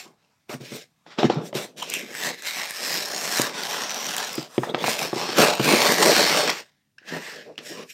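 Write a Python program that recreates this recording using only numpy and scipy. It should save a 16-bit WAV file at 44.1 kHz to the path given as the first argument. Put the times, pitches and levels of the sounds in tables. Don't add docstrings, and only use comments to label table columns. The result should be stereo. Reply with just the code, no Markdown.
import sys
import numpy as np
from scipy import signal
from scipy.fft import rfft, irfft, next_fast_len
from scipy.io import wavfile
from scipy.ndimage import uniform_filter1d, map_coordinates

SR = 44100
rng = np.random.default_rng(int(sys.argv[2]) if len(sys.argv) > 2 else 0)


def int16_out(signal):
    q = np.round(np.clip(np.atleast_2d(signal).T, -1, 1) * 32767)
    wavfile.write(sys.argv[1], SR, q.astype(np.int16))


N = 349713

# (t/s, tape level/dB)
PULLS = [
    [(1.762, -62), (1.779, -38), (1.866, -39.5), (1.955, -31.5), (2.07, -43.5), (2.28, -27.5), (2.37, -50),
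     (2.393, -42), (2.417, -52), (2.43, -41), (2.468, -30), (2.54, -35.5), (2.575, -29.5), (2.65, -33.5),
     (2.73, -37.5), (2.81, -31.5), (2.93, -28.5), (3.08, -35.5), (3.385, -26), (3.45, -28.5), (3.53, -39),
     (3.59, -30), (3.625, -33), (3.74, -28.5), (3.86, -33.5), (4.12, -30.5), (4.17, -32.5), (4.2, -28.5),
     (4.33, -36.5), (4.42, -39), (4.48, -53)],
    [(4.78, -44), (4.83, -35), (4.86, -29), (4.9, -25.5), (4.975, -33), (5.035, -27), (5.125, -42.5),
     (5.18, -30), (5.355, -31), (5.385, -19), (5.43, -18), (5.49, -23), (5.575, -34), (5.655, -23),
     (5.74, -19.5), (5.8, -21.5), (5.91, -21), (5.975, -26), (6.02, -21.5), (6.17, -19), (6.27, -21.5),
     (6.38, -20), (6.43, -24), (6.5, -20.5), (6.55, -35), (6.605, -38), (6.645, -55.5), (6.72, -70),
     (6.92, -86)],
]
# (f/Hz, gain/dB)
TAPE_COLOUR = [(700, -45), (1300, -16), (1600, -1), (2600, 0.5), (3500, -1.5), (4200, -0.5), (5500, -3.5),
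               (6400, -12), (7500, -16), (11000, -58)]
# (f/Hz, gain/dB)
FIBRE_COLOUR = [(150, -65), (4000, -22.5), (5800, 4.5), (6800, 7), (8800, 6), (10500, -2), (11800, 2.5),
                (14000, 1.5), (16000, -8.5)]


def amp(db):
    return 10 ** (np.asarray(db) / 20)


def unit(x):
    return x / np.sqrt(np.mean(x ** 2) + 1e-20)


def along(points, hz):
    point_hz, values = np.transpose(points)
    return np.interp(np.log(hz + 1), np.log(point_hz + 1), values)


def curves(rows):
    times, *columns = np.transpose(rows)
    return [np.interp(np.arange(N) / SR, times, column) for column in columns]


def wobble(rate):
    points = rng.standard_normal(int(N * rate / SR) + 4)
    return map_coordinates(points, [np.arange(N) * rate / SR])


def coloured(x, spectrum, size=4096):
    gain = amp(along(spectrum, np.fft.rfftfreq(size, 1 / SR)))
    cepstrum = irfft(np.log(gain + 1e-6))
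    cepstrum[1:size // 2] *= 2
    cepstrum[size // 2 + 1:] = 0
    pulse_response = irfft(np.exp(rfft(cepstrum)))
    return signal.oaconvolve(x, pulse_response)[:N]


def patchy(x, depth_db, bins=4, frames=14, lift_db=0):
    z = signal.stft(x, nperseg=512)[2]
    field = uniform_filter1d(rng.standard_normal(z.shape), int(bins), 0)
    field = uniform_filter1d(field, int(frames), 1)
    patch_gain = amp(depth_db * unit(field) + lift_db)
    return signal.istft(z * patch_gain, nperseg=512)[1][:N]


def slips(rate, spread_db, clump_db, smooth_db):
    when = rng.random(N) < rate / SR
    larger = np.minimum(rng.exponential(size=N), 2.8)
    size = amp(spread_db * larger) * rng.standard_normal(N)
    clumps = amp(clump_db * (0.97 * wobble(300) + 0.6 * wobble(90)))
    rubbing = amp(smooth_db) * rng.standard_normal(N)
    return unit(clumps * (unit(when * size) + rubbing))


def background_hiss():
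    # (f/Hz, relative level/dB)
    hiss_colour = [(24, -52.5), (40, -16), (144, 5.5), (185, 4), (305, -6), (412, -18.5), (1270, -21.5),
                   (5720, -21), (14800, -27.5), (16000, -33.5)]
    hiss_db = -73
    return amp(hiss_db) * unit(coloured(rng.standard_normal(N), hiss_colour))


def room(x):
    # (f/Hz, time to fall by 60 dB/s)
    ring_times = [(150, 0.28), (1000, 0.1), (4000, 0.083), (12000, 0.043)]
    hz, t, z = signal.stft(rng.standard_normal(SR // 2), SR, nperseg=256)
    fade = amp(-60 * t / along(ring_times, hz)[:, None])
    tail = signal.istft(z * fade, SR, nperseg=256)[1]
    delayed = np.pad(x, (250, 0))
    return signal.fftconvolve(delayed, tail / np.linalg.norm(tail))[:N]


def rasps():
    # (centre t/s, length/s, level at the centre/dB, tone f/Hz, width before smoothing/Hz)
    rasp_list = [(1.826, .012, -28, 3100, 500), (1.828, .012, -28, 950, 300), (1.945, .06, -32, 2700, 1000),
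                 (4.697, .01, -33, 3500, 400), (4.708, .01, -36, 3600, 300), (4.795, .02, -38, 3300, 500),
                 (4.815, .025, -35, 3600, 300), (6.985, .005, -40, 1650, 300),
                 (6.988, .008, -48, 2700, 400), (7.04, .05, -55, 1650, 150), (7.497, .07, -41, 450, 200),
                 (7.715, .025, -36, 330, 150), (7.79, .1, -46, 1080, 200), (7.8, .1, -42, 420, 80),
                 (7.906, .025, -43, 2500, 200)]
    out = np.zeros(N + SR)
    t = np.arange(-SR // 8, SR // 8) / SR
    for centre, length, db, tone_hz, width_hz in rasp_list:
        phase_step = np.sqrt(2 * np.pi * abs(width_hz) / SR)
        wander = np.cumsum(rng.normal(0, phase_step, len(t)))
        wander = uniform_filter1d(wander, size=70)
        swell = np.exp(-4 * (t / length) ** 2)
        tone = np.sin(2 * np.pi * tone_hz * t + wander)
        out[round(centre * SR) - SR // 8:][:len(t)] += amp(db + 3) * swell * tone
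    return out[:N]


def knocks():
    # (t/s, ring level/dB, centre of struck tone f/Hz, crack relative to ring/dB, share of the free ring time)
    blows = [(0.495, -26, 434, -14, 1), (0.539, -25.5, 245, -1, 1), (0.603, -31, 200, -21, 1),
             (0.719, -29, 250, -9.5, 1), (1.064, -40, 710, 0.4, 1.1), (1.186, -15.5, 420, -2.5, 1.1),
             (1.231, -5, 600, -8, .7), (1.243, -5, 280, -27, 1.1), (1.299, -6, 480, -11, .8),
             (1.361, -17.5, 160, -24, 1.3), (1.529, -22, 550, -14, .8), (1.552, -18, 300, -8, 1.1),
             (3.397, -7, 420, -9, .5), (4.38, -18, 300, -2, 1.1), (4.58, -5.5, 320, -11, .7),
             (4.634, -13.5, 1000, -14, 1.3), (4.74, -22, 450, -12, .9), (4.746, -10, 600, 0, .7),
             (4.841, -10, 600, 1, .8), (4.881, -8, 696, -10, .6), (5.13, -13, 450, -14, .9),
             (5.162, -19, 342, -8, .9), (5.29, -21, 400, -10, .9), (5.597, -8.5, 314, -3, .9),
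             (7.015, -52, 400, -15, .9), (7.587, -35.5, 331, 6, .9)]
    # (f/Hz, relative level/dB, time to fall by 60 dB/s)
    box_modes = [(150, 2, 0.09), (235, 4, 0.051), (343, 7.5, 0.033), (396, -3, .04), (522, 4, 0.032),
                 (717, 6.5, .028), (840, 6, 0.024), (970, 13, 0.011), (1200, 6, 0.022), (1550, 6.5, 0.015),
                 (1950, 13.5, 0.02), (3100, -2.5, .015)]
    # (f/Hz, gain/dB)
    crack_colour = [(500, -30), (1200, -1.5), (2000, -6.5), (3300, -1), (4400, -17), (8000, -38),
                    (16000, -58)]
    # (f/Hz, gain/dB)
    box_radiation = [(40, -22), (120, 0), (20000, 0)]
    rings, cracks = np.zeros((2, N + SR))
    t = np.arange(SR // 5) / SR
    hz, level, t60 = np.transpose(box_modes)[:, :, None]
    for start, db, tone_hz, crack_db, free in blows:
        here = slice(round(start * SR), round(start * SR) + len(t))
        detune = rng.normal(1, .05, hz.shape)
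        near_db = -12 * np.abs(np.log2(hz / tone_hz))
        uneven_db = rng.normal(0, 1.6, hz.shape)
        strength = amp(level + near_db + uneven_db - 60 * t / (abs(free) * t60))
        ring = np.sum(strength * np.sin(2 * np.pi * hz * detune * t), 0)
        ring = ring * (1 - np.exp(-1.5 * tone_hz * t))
        rings[here] += amp(db) * ring / np.abs(ring).max()
        cracks[here] += amp(db + crack_db - 60 * t / .018) * rng.standard_normal(len(t))
    return coloured(rings, box_radiation) + amp(7.5) * coloured(cracks, crack_colour)


def snaps():
    # (t/s, relative level/dB, twang f/Hz, click relative to the snap/dB)
    snap_list = [(0.248, -47, 2700, -35), (0.4943, -23.5, 2840, -23), (0.5426, -22, 1810, -12),
                 (1.345, -28, 5300, -22), (1.5284, -28, 2930, -36), (1.826, -24, 3200, -5),
                 (1.9006, -21, 4200, -1), (1.9387, -6, 2640, -12), (2.151, -15, 1760, -12),
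                 (2.4224, -22, 1730, -10), (2.4548, -16.5, 2200, -21), (2.7087, -17, 1780, -11),
                 (2.9188, -13, 5230, -14.5), (3.057, -15, 5330, -11), (3.1796, -10, 5460, -19),
                 (3.325, -13, 5500, -14), (3.3734, -11, 5040, -14), (3.4176, -5, 4730, -6.5),
                 (3.6347, -10, 4670, -19.5), (3.895, -11, 6000, -32), (3.906, -14, 5900, -20),
                 (3.9444, -9.5, 5880, -21.5), (4.0442, -16, 5930, -18), (4.067, -14, 6000, -15),
                 (4.147, -13, 3000, -16), (4.1659, -12, 1670, -9), (4.1815, -10, 3200, -8),
                 (4.247, -16, 5800, -14), (4.331, -24, 5000, -3), (4.3548, -24, 5000, -1),
                 (4.9916, -7, 2570, -16), (5.5523, -14, 2640, -14), (6.501, -4.5, 5250, -21.5),
                 (6.9837, -33, 5200, -45), (7.5567, -36, 2720, -40), (7.5795, -14, 2950, -40),
                 (7.5887, -21, 2970, -34)]
    twangs, bursts, clicks = np.zeros((3, N + SR))
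    t = np.arange(SR // 40) / SR
    for start, db, tone_hz, click_db in snap_list:
        here = slice(round(start * SR), round(start * SR) + len(t))
        clicks[here] += amp(db + click_db - 60 * t / .009) * rng.standard_normal(len(t))
        flutter = np.cumsum(rng.normal(0, 0.11, len(t)))
        twang = 0.42 * amp(-60 * t / 0.013) * np.sin(2 * np.pi * tone_hz * t + flutter)
        twangs[here] += amp(db) * twang
        bursts[here] += amp(db - 60 * t / 0.0083) * rng.standard_normal(len(t))
    burst_sound = amp(-4.5) * coloured(bursts, TAPE_COLOUR)
    click_sound = amp(1.5) * coloured(clicks, FIBRE_COLOUR)
    return twangs[:N] + burst_sound + click_sound


def stretch_db(width_hz=380):
    # (t/s, low f/Hz, lift/dB, middle f/Hz, lift/dB, high f/Hz, lift/dB)
    moving_tones = [(.3, 2300, 3, 3800, 0.5, 5740, 4), (1.6, 1950, 1.5, 3600, 6, 5600, 0.5),
                    (1.8, 3220, 5, 4400, -0.5, 5700, 4), (1.95, 2570, 8, 4400, -6.5, 6000, 1.5),
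                    (2.1, 1860, 8, 4500, -8, 5730, 2.5), (2.35, 1830, 8, 3900, 11, 5600, -1.5),
                    (2.55, 2170, 7, 3970, 2.5, 5400, 1.5), (2.85, 1800, 3, 4030, 3, 5270, 9),
                    (3.3, 1700, 5, 4320, 4, 5480, 8), (3.7, 1700, 0.4, 3300, 3, 5600, 4),
                    (3.95, 1700, 1.5, 3150, 2.5, 5900, 12), (4.28, 1700, 1.5, 3020, 2.5, 5700, 4),
                    (4.38, 1800, -2.5, 3100, 3.5, 4900, 13), (4.7, 2100, 6, 3700, 6, 5100, -1.5),
                    (5.2, 2370, 1.5, 3800, 0.4, 5400, 9), (5.6, 2700, 7, 4080, 5, 5400, -1.5),
                    (5.9, 1910, 8, 4600, 4, 5900, 3), (6.2, 2000, 2.5, 4300, 8, 5400, 5),
                    (6.5, 2120, 5, 4300, -1.5, 5510, 4), (7, 1650, 12, 2700, 6.5, 5480, -1.5),
                    (7.3, 1850, 10, 2630, 4.5, 5440, 3), (7.93, 1650, 4, 2670, 4, 5500, 8)]
    hz, t, _ = signal.stft(np.zeros(N), SR, nperseg=512)
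    times, *columns = np.transpose(moving_tones)
    columns = [np.interp(t, times, column) for column in columns]
    lift = 0
    for tone, db in zip(columns[::2], columns[1::2]):
        lift = lift + db * np.exp(-((hz[:, None] - tone) / width_hz) ** 2)
    return lift


def efforts():
    # (t/s, fibres/dB, walls/dB, flaps/dB)
    spread = [(1.76, -3.5, 0.5, -12.5), (1.85, -9.5, -6.5, -10.5), (1.96, -5.5, -9.0, -16.0),
              (2.05, -10.0, 1.5, -11), (2.2, -3.5, -12.0, -8.0), (2.33, -7.0, -1.5, -7.5),
              (2.47, -3.0, -16.5, -9.0), (2.62, -7.5, -15.0, -5.0), (2.75, -6.0, -20.5, -7.5),
              (2.89, -3.5, -7.5, -8.0), (3.15, -3.5, -9.0, -5.0), (3.4, -4.0, -13.0, -5.0),
              (3.53, -12, -1.0, -3.0), (3.7, -8.5, -11.5, -5), (3.85, -10.0, -6.5, -2.5),
              (4.05, -7.5, -12.0, -5.0), (4.2, -7.5, -10, -3.5), (4.32, -7.5, -9.5, -4.5),
              (4.45, -7.5, 2.5, -2.0), (4.8, -9.5, 4.5, -0.5), (4.9, -6.0, -5.0, -8.5),
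              (5.05, -5.0, -6.0, -2.0), (5.3, -15.5, -6.5, -5.5), (5.4, -7.0, 1.0, -1.5),
              (5.55, -11.0, -5.0, 1.0), (5.64, -6.0, -1, -4), (5.75, -8.0, 0, -5.5),
              (5.95, -6.0, -5.5, -6.0), (6.05, -4.5, 4.0, -0.5), (6.14, -9.5, -2.5, -7.5),
              (6.25, -9.0, -5.0, -7.0), (6.4, -11.5, -6.5, -5.5), (6.5, -17.5, -7.5, -7.0),
              (6.62, -9.5, -8.5, -5.5), (6.75, -10.5, -7.0, -2.5)]
    # (peak t/s, rise/s per 20 dB, hold/s, fall/s per 20 dB,
    # tape level/dB, fibres level/dB, walls level/dB, flaps level/dB)
    touches = [(0, .01, .001, .08, -40, -47, -54, -55), (.06, .08, .001, .13, -70, -80, -55, -57),
               (.2, .1, .05, .3, -70, -84, -80, -73), (.3, .1, .75, .3, -76, -82, -90, -79),
               (.5, .012, .04, .05, -41, -48, -44, -40), (.61, .012, .005, .1, -46, -56, -46, -56),
               (.65, .04, .17, .042, -44, -55, -58, -68), (.737, .055, .03, .06, -44, -46, -40, -49),
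               (1.066, .008, .014, .1, -54, -79, -51, -55), (1.119, .045, .005, .08, -45, -72, -62, -49),
               (1.19, .012, .005, .07, -27, -54, -26, -28), (1.253, .05, .003, .035, -29, -52, -34, -31),
               (1.302, .012, .003, .1, -32, -64, -31, -32), (1.37, .1, .04, .1, -52, -75, -31, -42),
               (1.46, .05, .02, .03, -45, -48, -46, -65), (1.552, .011, .03, .085, -31, -39, -31, -34),
               (1.62, .05, .025, .04, -39, -44, -44, -45), (1.695, .03, .01, .06, -75, -85, -48, -72),
               (1.76, .03, .03, .1, -75, -85, -46, -72), (4.555, .15, .1, .06, -49, -52, -52, -50),
               (4.636, .012, .003, .12, -40, -50, -50, -39), (4.693, .06, .003, .05, -48, -55, -33, -38),
               (4.748, .01, .005, .08, -39, -60, -32, -34), (6.99, .01, .003, .3, -61, -95, -75, -72),
               (7.088, .035, .003, .3, -38, -53, -50, -50), (7.142, .06, .03, .05, -40, -50, -30, -39),
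               (7.23, .1, .09, .13, -41, -51, -58, -50), (7.33, .1, .08, .09, -47, -70, -47, -60),
               (7.49, .06, .02, .045, -70, -80, -50, -60), (7.582, .006, .003, .06, -41.5, -66, -52, -58),
               (7.61, .03, .003, .2, -60, -75, -45, -58), (7.663, .05, .04, .15, -41, -47, -44, -66),
               (7.722, .04, .003, .1, -46, -56, -43, -58), (7.78, .1, .055, .025, -45, -62, -45, -58),
               (7.9, .025, .003, .07, -44, -48, -75, -80)]
    full_db = -22
    others_grow = 1.1
    t, power = np.arange(N) / SR, np.zeros((4, N))
    spread_db = curves(spread)
    for rows in PULLS:
        short_db = curves(rows)[0] - full_db
        layers_db = [short_db] + [others_grow * short_db + db for db in spread_db]
        active = (t > rows[0][0]) * (t < rows[-1][0])
        power += amp(full_db + np.array(layers_db)) ** 2 * active
    for peak, rise, hold, fall, *peak_db in touches:
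        near = slice(max(0, round((peak - .3) * SR)), round((peak + hold + .8) * SR))
        before = np.maximum(peak - t[near], 0)
        after = np.maximum(t[near] - peak - hold, 0)
        shape_db = -20 * (before / rise + after / fall)
        power[:, near] += np.outer(amp(peak_db), amp(shape_db)) ** 2
    return np.sqrt(power)


def peel():
    # (f/Hz, relative level/dB)
    wall_colour = [(60, -33), (110, -19), (150, -4), (210, 1.5), (280, -2.5), (420, 3.5), (600, -1),
                   (800, -14), (1500, -50), (4000, -90)]
    # (f/Hz, relative level/dB)
    flap_colour = [(120, -70), (350, -31), (600, 0), (750, 3), (1050, 1.5), (1350, -2.5), (1700, -10.5),
                   (3000, -66.5)]
    on_tape, on_fibres, on_walls, on_flaps = efforts()
    glue = slips(rate=4000, spread_db=3.6, clump_db=1.2, smooth_db=-4)
    hands = slips(rate=5000, spread_db=1.5, clump_db=.8, smooth_db=3)
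    t = np.arange(N) / SR
    pulling = sum((t > rows[0][0]) & (t < rows[-1][0]) for rows in PULLS)
    glue = np.where(pulling, glue, hands)
    drag = slips(rate=900, spread_db=1.9, clump_db=1.87, smooth_db=-3)
    tape = on_tape * unit(coloured(patchy(glue, depth_db=2.0, lift_db=stretch_db()), TAPE_COLOUR))
    fibres = on_fibres * unit(coloured(patchy(glue, depth_db=3.5), FIBRE_COLOUR))
    flaps = on_flaps * unit(coloured(patchy(glue + 0.46 * drag, depth_db=2.2), flap_colour))
    walls = on_walls * unit(coloured(patchy(drag, depth_db=2.3), wall_colour))
    return tape + fibres + flaps + walls


def scene():
    boxes = rasps() + knocks() + snaps() + peel()
    return np.tile(boxes + amp(-15) * room(boxes), (2, 1))


def record(dry):
    # (f/Hz, gain/dB)
    low_cut = [(20, -19.5), (50, -21), (80, -15), (105, -6), (135, 0), (20000, -1)]
    top_hz = 15800
    padded = next_fast_len(N + SR // 2)
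    heard = np.array([coloured(x, low_cut, size=16384) for x in dry]) + background_hiss()
    heard = heard / (1 + np.abs(heard / .72) ** 4) ** (1 / 4)
    keep_band = np.fft.rfftfreq(padded, 1 / SR) < top_hz
    return irfft(rfft(heard, padded) * keep_band, padded)[:, :N]


dry = scene()
out = record(dry)
int16_out(out)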